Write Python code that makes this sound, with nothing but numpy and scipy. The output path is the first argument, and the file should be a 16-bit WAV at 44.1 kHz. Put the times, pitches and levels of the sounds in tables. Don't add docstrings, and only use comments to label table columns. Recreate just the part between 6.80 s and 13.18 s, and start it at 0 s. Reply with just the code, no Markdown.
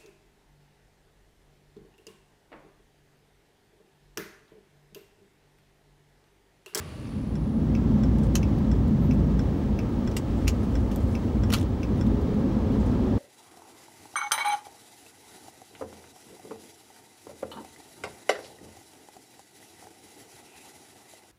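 import sys
import numpy as np
from scipy import signal
from scipy.fft import rfft, irfft, next_fast_len
from scipy.io import wavfile
from scipy.ndimage import uniform_filter1d

SR = 44100
rng = np.random.default_rng(int(sys.argv[2]) if len(sys.argv) > 2 else 0)


def transcribe(u):
    v = np.clip(np.atleast_2d(u).T, -1, 1)
    q = np.round(v * 32767).astype(np.int16)
    wavfile.write(sys.argv[1], SR, q)


def undo_db(level):
    steps = np.asarray(level, float) / 20
    return 10 ** steps


N = 281534


def rms_one(x):
    return x / np.sqrt(np.mean(x ** 2) + 1e-20)


def in_time(rows):
    s, *columns = np.transpose(rows)
    return [np.interp(np.arange(N) / SR, s, c) for c in columns]


def drift(rate):
    r = np.exp(-80 * np.pi * rate / SR)
    slow = signal.lfilter([1], [1, -2 * r, r * r], rng.standard_normal(N // 40 + 2002))[2000:]
    return np.interp(np.arange(N) / 40, np.arange(len(slow)), rms_one(slow))


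def ring(clicks, hz, t60_s):
    r = undo_db(-60 / (t60_s * SR))
    w = 2 * np.pi * min(hz, .45 * SR) / SR
    return signal.lfilter([0, np.sin(w)], [1, -2 * r * np.cos(w), r * r], clicks + 1e-18)


def noise_bands(colour, splits_hz, modes=()):
    size = next_fast_len(N)
    hz = np.arange(1, size // 2 + 2) * SR / size
    colour_hz, colour_db = np.transpose(colour)
    shape_db = np.interp(np.log(hz), np.log(colour_hz), colour_db, left=-99, right=-99)
    for centre_hz, width_hz, db in modes:
        shape_db = shape_db + db / (1 + (2 * (hz - centre_hz) / width_hz) ** 2)
    noise = rfft(rng.standard_normal(size)) * undo_db(shape_db)
    below = [0 * hz] + [1 / (1 + (hz / split) ** 8) for split in splits_hz] + [1 + 0 * hz]
    return [rms_one(irfft(noise * (b - a), size)[:N]) for a, b in zip(below, below[1:])]


def tone(hz, db, wobble_db, wobbles_per_s=9):
    gain = np.sqrt(2) * undo_db(db + wobble_db * drift(wobbles_per_s))
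    return gain * np.sin(2 * np.pi * np.cumsum(hz + np.zeros(N)) / SR)


def hump(s, half_s):
    return np.exp(-((np.arange(N) / SR - s) / half_s) ** 2)


def swell(from_s, to_s):
    along = np.clip((np.arange(N) / SR - from_s) / (to_s - from_s), 0, 1)
    return along, np.abs(np.sin(np.pi * along)) ** 0.53 * (along < 1)


def glide(from_s, to_s, from_hz, to_hz, db, wobble_db, wobbles_per_s=9):
    along, gain = swell(from_s, to_s)
    return gain * tone(from_hz + (to_hz - from_hz) * along, db, wobble_db, wobbles_per_s)


def garden():
    # pitch_hz, level_db_per_hz
    garden_colour = [(15, -51), (25, -24), (80, 8.5), (531, -9.5), (624, -16), (887, -15.5), (2760, -20),
                     (9840, -37), (16000, -47)]
    # pitch_hz, width_hz, level_db
    garden_hums = [(131, 39, 5), (612, 42, 10.5), (1160, 69, 9), (2750, 230, 2.5), (4500, 300, 5.5)]
    insect_hz, insect_width_hz, chirps_per_s = 9700, 1000, 65
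    garden_out_s, garden_db, garden_fade_power = 1, -37.5, 1.43
    insects_out_s, insects_db, insects_fade_power = .95, -65.5, .5

    turn = 2 * np.pi * np.cumsum(chirps_per_s * (1 + 0.011 * drift(3))) / SR
    pulses = np.maximum(np.cos(2 * turn) + 0.36 * np.cos(turn) + .6, .3)
    edges_hz = [insect_hz - insect_width_hz / 2, insect_hz + insect_width_hz / 2]
    band = signal.butter(3, edges_hz, "band", fs=SR, output="sos")
    buzz = rms_one(signal.sosfilt(band, pulses * rng.standard_normal(N)))
    air = noise_bands(garden_colour, [], garden_hums)[0]
    left, insects_left = np.clip(1 - np.arange(N) / SR / [[garden_out_s], [insects_out_s]], 0, 1)
    insects = undo_db(insects_db) * insects_left ** insects_fade_power * buzz
    return undo_db(garden_db) * left ** garden_fade_power * air + insects


def whistles():
    # from_s, to_s, from_hz, to_hz, level_db
    brake_squeak = (2.212, 2.285, 12280, 12050, -63.5)
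    # pitch_hz, level_db
    screen_whine = (15625, -77)
    squeak = glide(*brake_squeak, wobble_db=3.5, wobbles_per_s=90)
    return squeak + tone(*screen_whine, wobble_db=1.0, wobbles_per_s=3)


def passing_truck():
    # from_s, to_s, from_hz, to_hz, level_db
    truck_orders = [(6.3, 7.5, 177, 200, -34.5), (5.7, 6.3, 230, 258, -32.5), (6.17, 6.37, 372, 378, -34)]
    return sum(glide(*order, wobble_db=2.0) for order in truck_orders)


def relay(times_s, level_db, modes):
    clicks = np.zeros(N)
    for s in times_s:
        for lag_s, bounce_db in [(-.0012, -5.5), (.0003, 3), (.0032, -25)]:
            clicks[round((s + lag_s) * SR)] += undo_db(level_db + bounce_db)
    out = np.zeros(N)
    for hz, db, t60_s in modes:
        out += undo_db(db) * (ring(clicks, hz, t60_s) - ring(clicks, hz, t60_s / 4))
    return out


def indicator():
    # closes_s, opens_s; the last opening is the lever cancelling
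    blinks = [(.2714, .5543), (.9503, 1.235), (1.6298, 1.915), (2.3102, 2.593), (2.9891, 3.275),
              (3.6718, 3.9535), (4.3517, 4.6353), (5.0311, 5.211)]
    # pitch_hz, level_db, t60_s
    tick_modes = [(1600, -9, .012), (1950, -10, .012), (2300, 0, .016), (2450, -1, .014), (2600, -10, .04),
                  (3430, -15, .015), (4300, -17, .008), (4900, -12, .012), (5200, -12, .03),
                  (5550, -8, .014), (6000, -10, .016), (7200, -20, .008), (9200, -21, .008),
                  (10300, -23, .008), (13000, -21, .025)]
    # pitch_hz, level_db, t60_s
    tock_modes = [(1600, 1, .022), (1900, -4, .014), (2350, -6, .012), (3400, -7, .016), (4300, -12, .008),
                  (5300, -10, .03), (5500, -4, .014), (5750, -6, .012), (6600, -14, .008), (7600, -9, .014),
                  (9500, -19, .007), (12000, -22, .007)]
    closes_s, opens_s = zip(*blinks)
    return relay(closes_s, -35 + 4.0, tick_modes) + relay(opens_s, -43 + 8.5, tock_modes)


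def knocks(events, loudest_db, others_db):
    # pitch_hz, level_db
    key_modes = [(500, -12), (1100, -4), (2000, -2), (3000, 0), (4500, -1), (6500, -1), (9000, -6),
                 (12500, -6), (16500, -7), (20000, -12)]
    ring_cycles, early = 22, 200
    lag = np.arange(4096)
    hz = np.maximum(np.arange(2049) * SR / 4096, 20)
    modes_hz, modes_db = np.transpose(key_modes)
    body_db = np.interp(np.log(hz), np.log(modes_hz), modes_db)
    shape = (len(events), len(lag))
    grit = rng.standard_normal(shape) * (rng.random(shape) < .24)
    pitches_hz = 1200 * 12 ** rng.random((len(events), 12))
    out = np.zeros(N + len(lag))
    for (s, db, tilt_db, ms, loudest_hz), g, own_hz in zip(events, grit, pitches_hz):
        tau = max(ms, .3) * SR / 1000
        cluster = np.roll(rms_one(g * np.sqrt(lag / tau) * np.exp(-lag / tau)) / 200, early)
        tilt = tilt_db * np.log2(np.maximum(hz, 500) / 5000)
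        crack = irfft(rfft(cluster) * undo_db(body_db + tilt))
        humps = []
        for f in [loudest_hz, *own_hz]:
            peak_gain = 2 * np.log(1000) * f / (ring_cycles * SR)
            humps.append(ring(crack, f, ring_cycles / f) * peak_gain)
        loudest = undo_db(loudest_db) * np.std(crack) * rms_one(humps[0])
        knock = crack + loudest + undo_db(others_db) * sum(humps[1:])
        at = round(s * SR) - early
        out[at:at + len(lag)] += undo_db(db + 30) * knock
    return out[:N]


def contacts():
    # start_s, level_db, bright_hz
    clacks = [
        (1.553, -22.5, 6710),
        (3.366, -28.5, 8200),
        (3.678, -23.5, 7240),
    ]
    # lag_s, level_db, contact_ms, loudest_hz (0 = bright_hz)
    clack_run = [(0, -1, 2.8, 0), (.0015, -1, 1.2, 3050), (.003, -8, 2.5, 5700), (.0105, -12, 4.8, 0),
                 (.029, -26, 4, 0)]
    # start_s, level_db, contact_ms, loudest_hz
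    jangle = [(1.541, -55, 1.2, 9800), (3.845, -53, 3, 900), (4.1125, -40, 6.9, 3420),
              (4.1605, -36.5, .25, 14600), (4.699, -44, 3.5, 7100), (4.703, -31.5, 1.8, 3000),
              (4.7203, -30, 3.2, 4500), (4.726, -22.5, 2.4, 1330), (4.735, -20, 2.7, 4320),
              (4.7375, -19.5, 1.6, 2960), (4.742, -23, 2.5, 1390), (4.748, -33, 2.8, 3300),
              (4.762, -32, 5.7, 3530), (4.773, -40, 5, 5520), (4.785, -38, 1.8, 6000),
              (4.796, -44, 3.4, 9000), (4.81, -39, 3.2, 3700), (4.827, -44, 3, 3730),
              (4.845, -55, 4.9, 4500)]
    # start_s, level_db, contact_ms, loudest_hz
    creaks = [(1.384, -50, 1.75, 11300), (1.43, -48, 9.6, 9000), (1.4677, -53, 1.5, 9900),
              (1.784, -51, 2.5, 4500), (2.08, -54, 1.6, 13000), (2.33, -53, 8.8, 11980),
              (2.77, -57, 9.5, 14000), (2.925, -58, 2.5, 4030), (3.09, -60, 5.8, 14000),
              (3.125, -58, 6.8, 10000), (3.3127, -47.5, 3.5, 6100), (3.57, -53, 14, 8000),
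              (3.83, -54, 7.6, 10900), (4.0, -57, 6, 10020), (4.125, -52, 18, 9930), (4.2, -52, 12, 8970),
              (4.225, -53, 19, 12000), (4.27, -52, 26, 12000), (4.32, -50, 16, 10000),
              (5.17, -52, 22, 11000), (5.2638, -47, 2.5, 4000), (5.272, -54, 1.9, 8000),
              (5.41, -55, 7.9, 13050), (5.5425, -58, 1.8, 12000), (5.595, -59, 2.5, 10730),
              (5.92, -59, 3.2, 12000), (5.999, -49, 13, 8000), (6.06, -49, 7.6, 9000),
              (6.115, -54, 2.5, 5300)]
    clack_tilt_db, creak_gain_db = 2, 1.5
    tilt_db_per_octave, flat_hz = 1.2, 4000

    runs = [(s + lag_s, db + down_db, clack_tilt_db, ms, hz or bright_hz)
            for s, db, bright_hz in clacks for lag_s, down_db, ms, hz in clack_run]
    loose = jangle + [(s, db + creak_gain_db, ms, hz) for s, db, ms, hz in creaks]
    loose = [(s, db, tilt_db_per_octave * np.log2(hz / flat_hz), ms, hz) for s, db, ms, hz in loose]
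    return knocks(runs, loudest_db=-0.5, others_db=-6) + knocks(loose, loudest_db=-3, others_db=-8)


def cab(x):
    t60_s, tail_db = .068, -7
    t = np.arange(round(.15 * SR)) / SR
    tail = rng.standard_normal(len(t)) * undo_db(-60 * t / t60_s) * np.clip(t / 0.0053, 0, 1)
    tail = signal.lfilter([1], [1, -.3], tail)
    return x + undo_db(tail_db) * signal.fftconvolve(x, tail / np.sqrt(np.sum(tail ** 2)))[:N]


def driveline():
    # time_s, pitch_hz
    shaft = [(.2, 160.1), (1.0, 152.7), (1.55, 147.7), (2.0, 141), (2.3, 134), (2.62, 128)]
    # multiple, from_s, to_s, level_db
    shaft_orders = [(1.0, .05, 2.0, -29.5), (1.0, 1.95, 2.52, -28), (1.395, .3, 1.6, -32),
                    (1.2, 2.15, 2.64, -28)]
    # from_s, to_s, from_hz, to_hz, level_db
    gear_whine = [
        (5.254, 5.695, 406, 424, -38),
        (5.742, 6.053, 421, 434.4, -37.5),
    ]
    shaft_hz, = in_time(shaft)
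    orders = sum(swell(a, b)[1] * tone(k * shaft_hz, db, wobble_db=1.1) for k, a, b, db in shaft_orders)
    return orders + sum(glide(*row, wobble_db=1.0) for row in gear_whine)


def engine(coarse_db, load_db, heave_db):
    # pitch_hz, level_db_per_hz
    hiss_colour = [(530, -33), (900, -9.5), (1310, -0.5), (1440, -10), (1600, -6.5), (1880, -7), (2250, -9),
                   (2540, -11.5), (3110, -11), (4920, -17), (5750, -18), (9420, -26.5), (16000, -33)]
    idle_hz, hunt_hz, throb_db, throb_coarse = 57.4, .8, -38, 0.98
    clatter_db, clatter_load = -51.5, 0.55
    air_db, air_load, air_heave = -68.5, 0.46, .08
    lean_s, lean_half_s, lean_db = 4.03, 0.71, 2.5

    clatter, air = noise_bands(hiss_colour, [6500])
    firing_hz = idle_hz + hunt_hz * drift(1.66)
    firing = np.cos(2 * np.pi * np.cumsum(firing_hz) / SR)
    stir_db = .5 * drift(7)
    clatter = undo_db(clatter_db + clatter_load * load_db + 0.54 * firing + stir_db) * clatter
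    leak_db = lean_db * hump(lean_s, lean_half_s)
    air = undo_db(air_db + air_load * load_db + air_heave * heave_db + leak_db + stir_db) * air
    throb = tone(firing_hz, throb_db + throb_coarse * coarse_db + heave_db, wobble_db=-2.0)
    return throb + clatter + air


def heave():
    # centre_s, level_db
    swells = [(.57, 5), (.96, 6.5), (1.37, 9.5), (1.62, 7.5), (1.96, 10.5), (2.4, 9.5), (2.6, 11.5),
              (3.0, 1), (3.67, 13.5), (4.0, 10), (4.25, 8), (4.65, 12.5), (5.3, 8), (6.04, 6.5), (6.36, 4)]
    return np.max([db * hump(s, half_s=0.099) for s, db in swells], axis=0)


def road(coarse_db, load_db, heave_db):
    # pitch_hz, level_db_per_hz
    road_colour = [(12, -65), (20, -35.5), (35, 0.5), (48, -1), (92, -1), (181, -4), (217, -3.5), (291, -6),
                   (452, -16.5), (542, -20), (640, -23.5), (874, -25), (1260, -33), (1490, -41.5),
                   (1600, -37), (2080, -54.5), (3520, -120)]
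    # pitch_hz, width_hz, level_db
    cab_air_modes = [(57.7, 30, 7), (83.5, 48, 8), (100, 46, 4.5), (211.4, 31, 7), (254.4, 36, 5),
                     (534, 78, 4), (878, 25, 1.5)]
    # level_db, coarse_share, load_share, heave_share
    rumble = [
        (-30.5, 0.19, 0.1, 0.42),
        (-27.5, 0.92, 0.1, 0.041),
        (-36.5, 0.12, 0.88, 0.079),
    ]
    out = np.zeros(N)
    bands = noise_bands(road_colour, [120, 320], cab_air_modes)
    for (db, coarse_share, load_share, heave_share), band in zip(rumble, bands):
        out += undo_db(db + coarse_share * coarse_db + load_share * load_db + heave_share * heave_db) * band
    return out


def scene():
    # time_s, level_db
    coarse = [(0, 4), (1.2, 5.5), (1.9, 3.5), (2.24, 6), (2.55, 2), (2.72, 0), (3.4, -1.5), (3.7, -2.5),
              (4.75, -0.5), (5.0, -4), (5.2, 2), (5.6, 0.5), (5.9, 1.5), (6.38, 1)]
    # time_s, level_db
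    load = [(0, 0.5), (2.9, 0), (3.7, 0), (4.9, 0), (5.35, 0.5), (5.7, 3), (6.1, 3), (6.38, 3)]
    cab_in_s, cab_full_s = 0.063, 1.11
    controls = in_time(coarse)[0], in_time(load)[0], heave()
    clicks = cab(indicator() + contacts())
    inside = road(*controls) + engine(*controls) + driveline() + passing_truck() + whistles() + clicks
    fade_in = np.clip((np.arange(N) / SR - cab_in_s) / (cab_full_s - cab_in_s), 0, 1)
    return (fade_in * inside + garden())[None]


def band_limit(x):
    return signal.sosfilt(signal.butter(12, 16650, fs=SR, output="sos"), x)


def record(dry):
    hiss_db, bass_cut_hz, top_cut_hz = -74.5, 24, 15760
    wet = dry + undo_db(hiss_db) * rng.standard_normal(N)
    wet = signal.sosfilt(signal.butter(2, bass_cut_hz, "high", fs=SR, output="sos"), wet)
    level_db = 10 * np.log10(uniform_filter1d(wet ** 2, size=1500) + 1e-9)
    wet = wet * undo_db(-.3 * np.maximum(level_db + 22, 0))
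    wet = signal.sosfilt(signal.ellip(8, .5, 24, top_cut_hz, fs=SR, output="sos"), wet)
    wet = wet * np.clip((N - np.arange(N)) / 200, 0, 1)
    return band_limit(wet)


dry = scene()
out = record(dry)
transcribe(out)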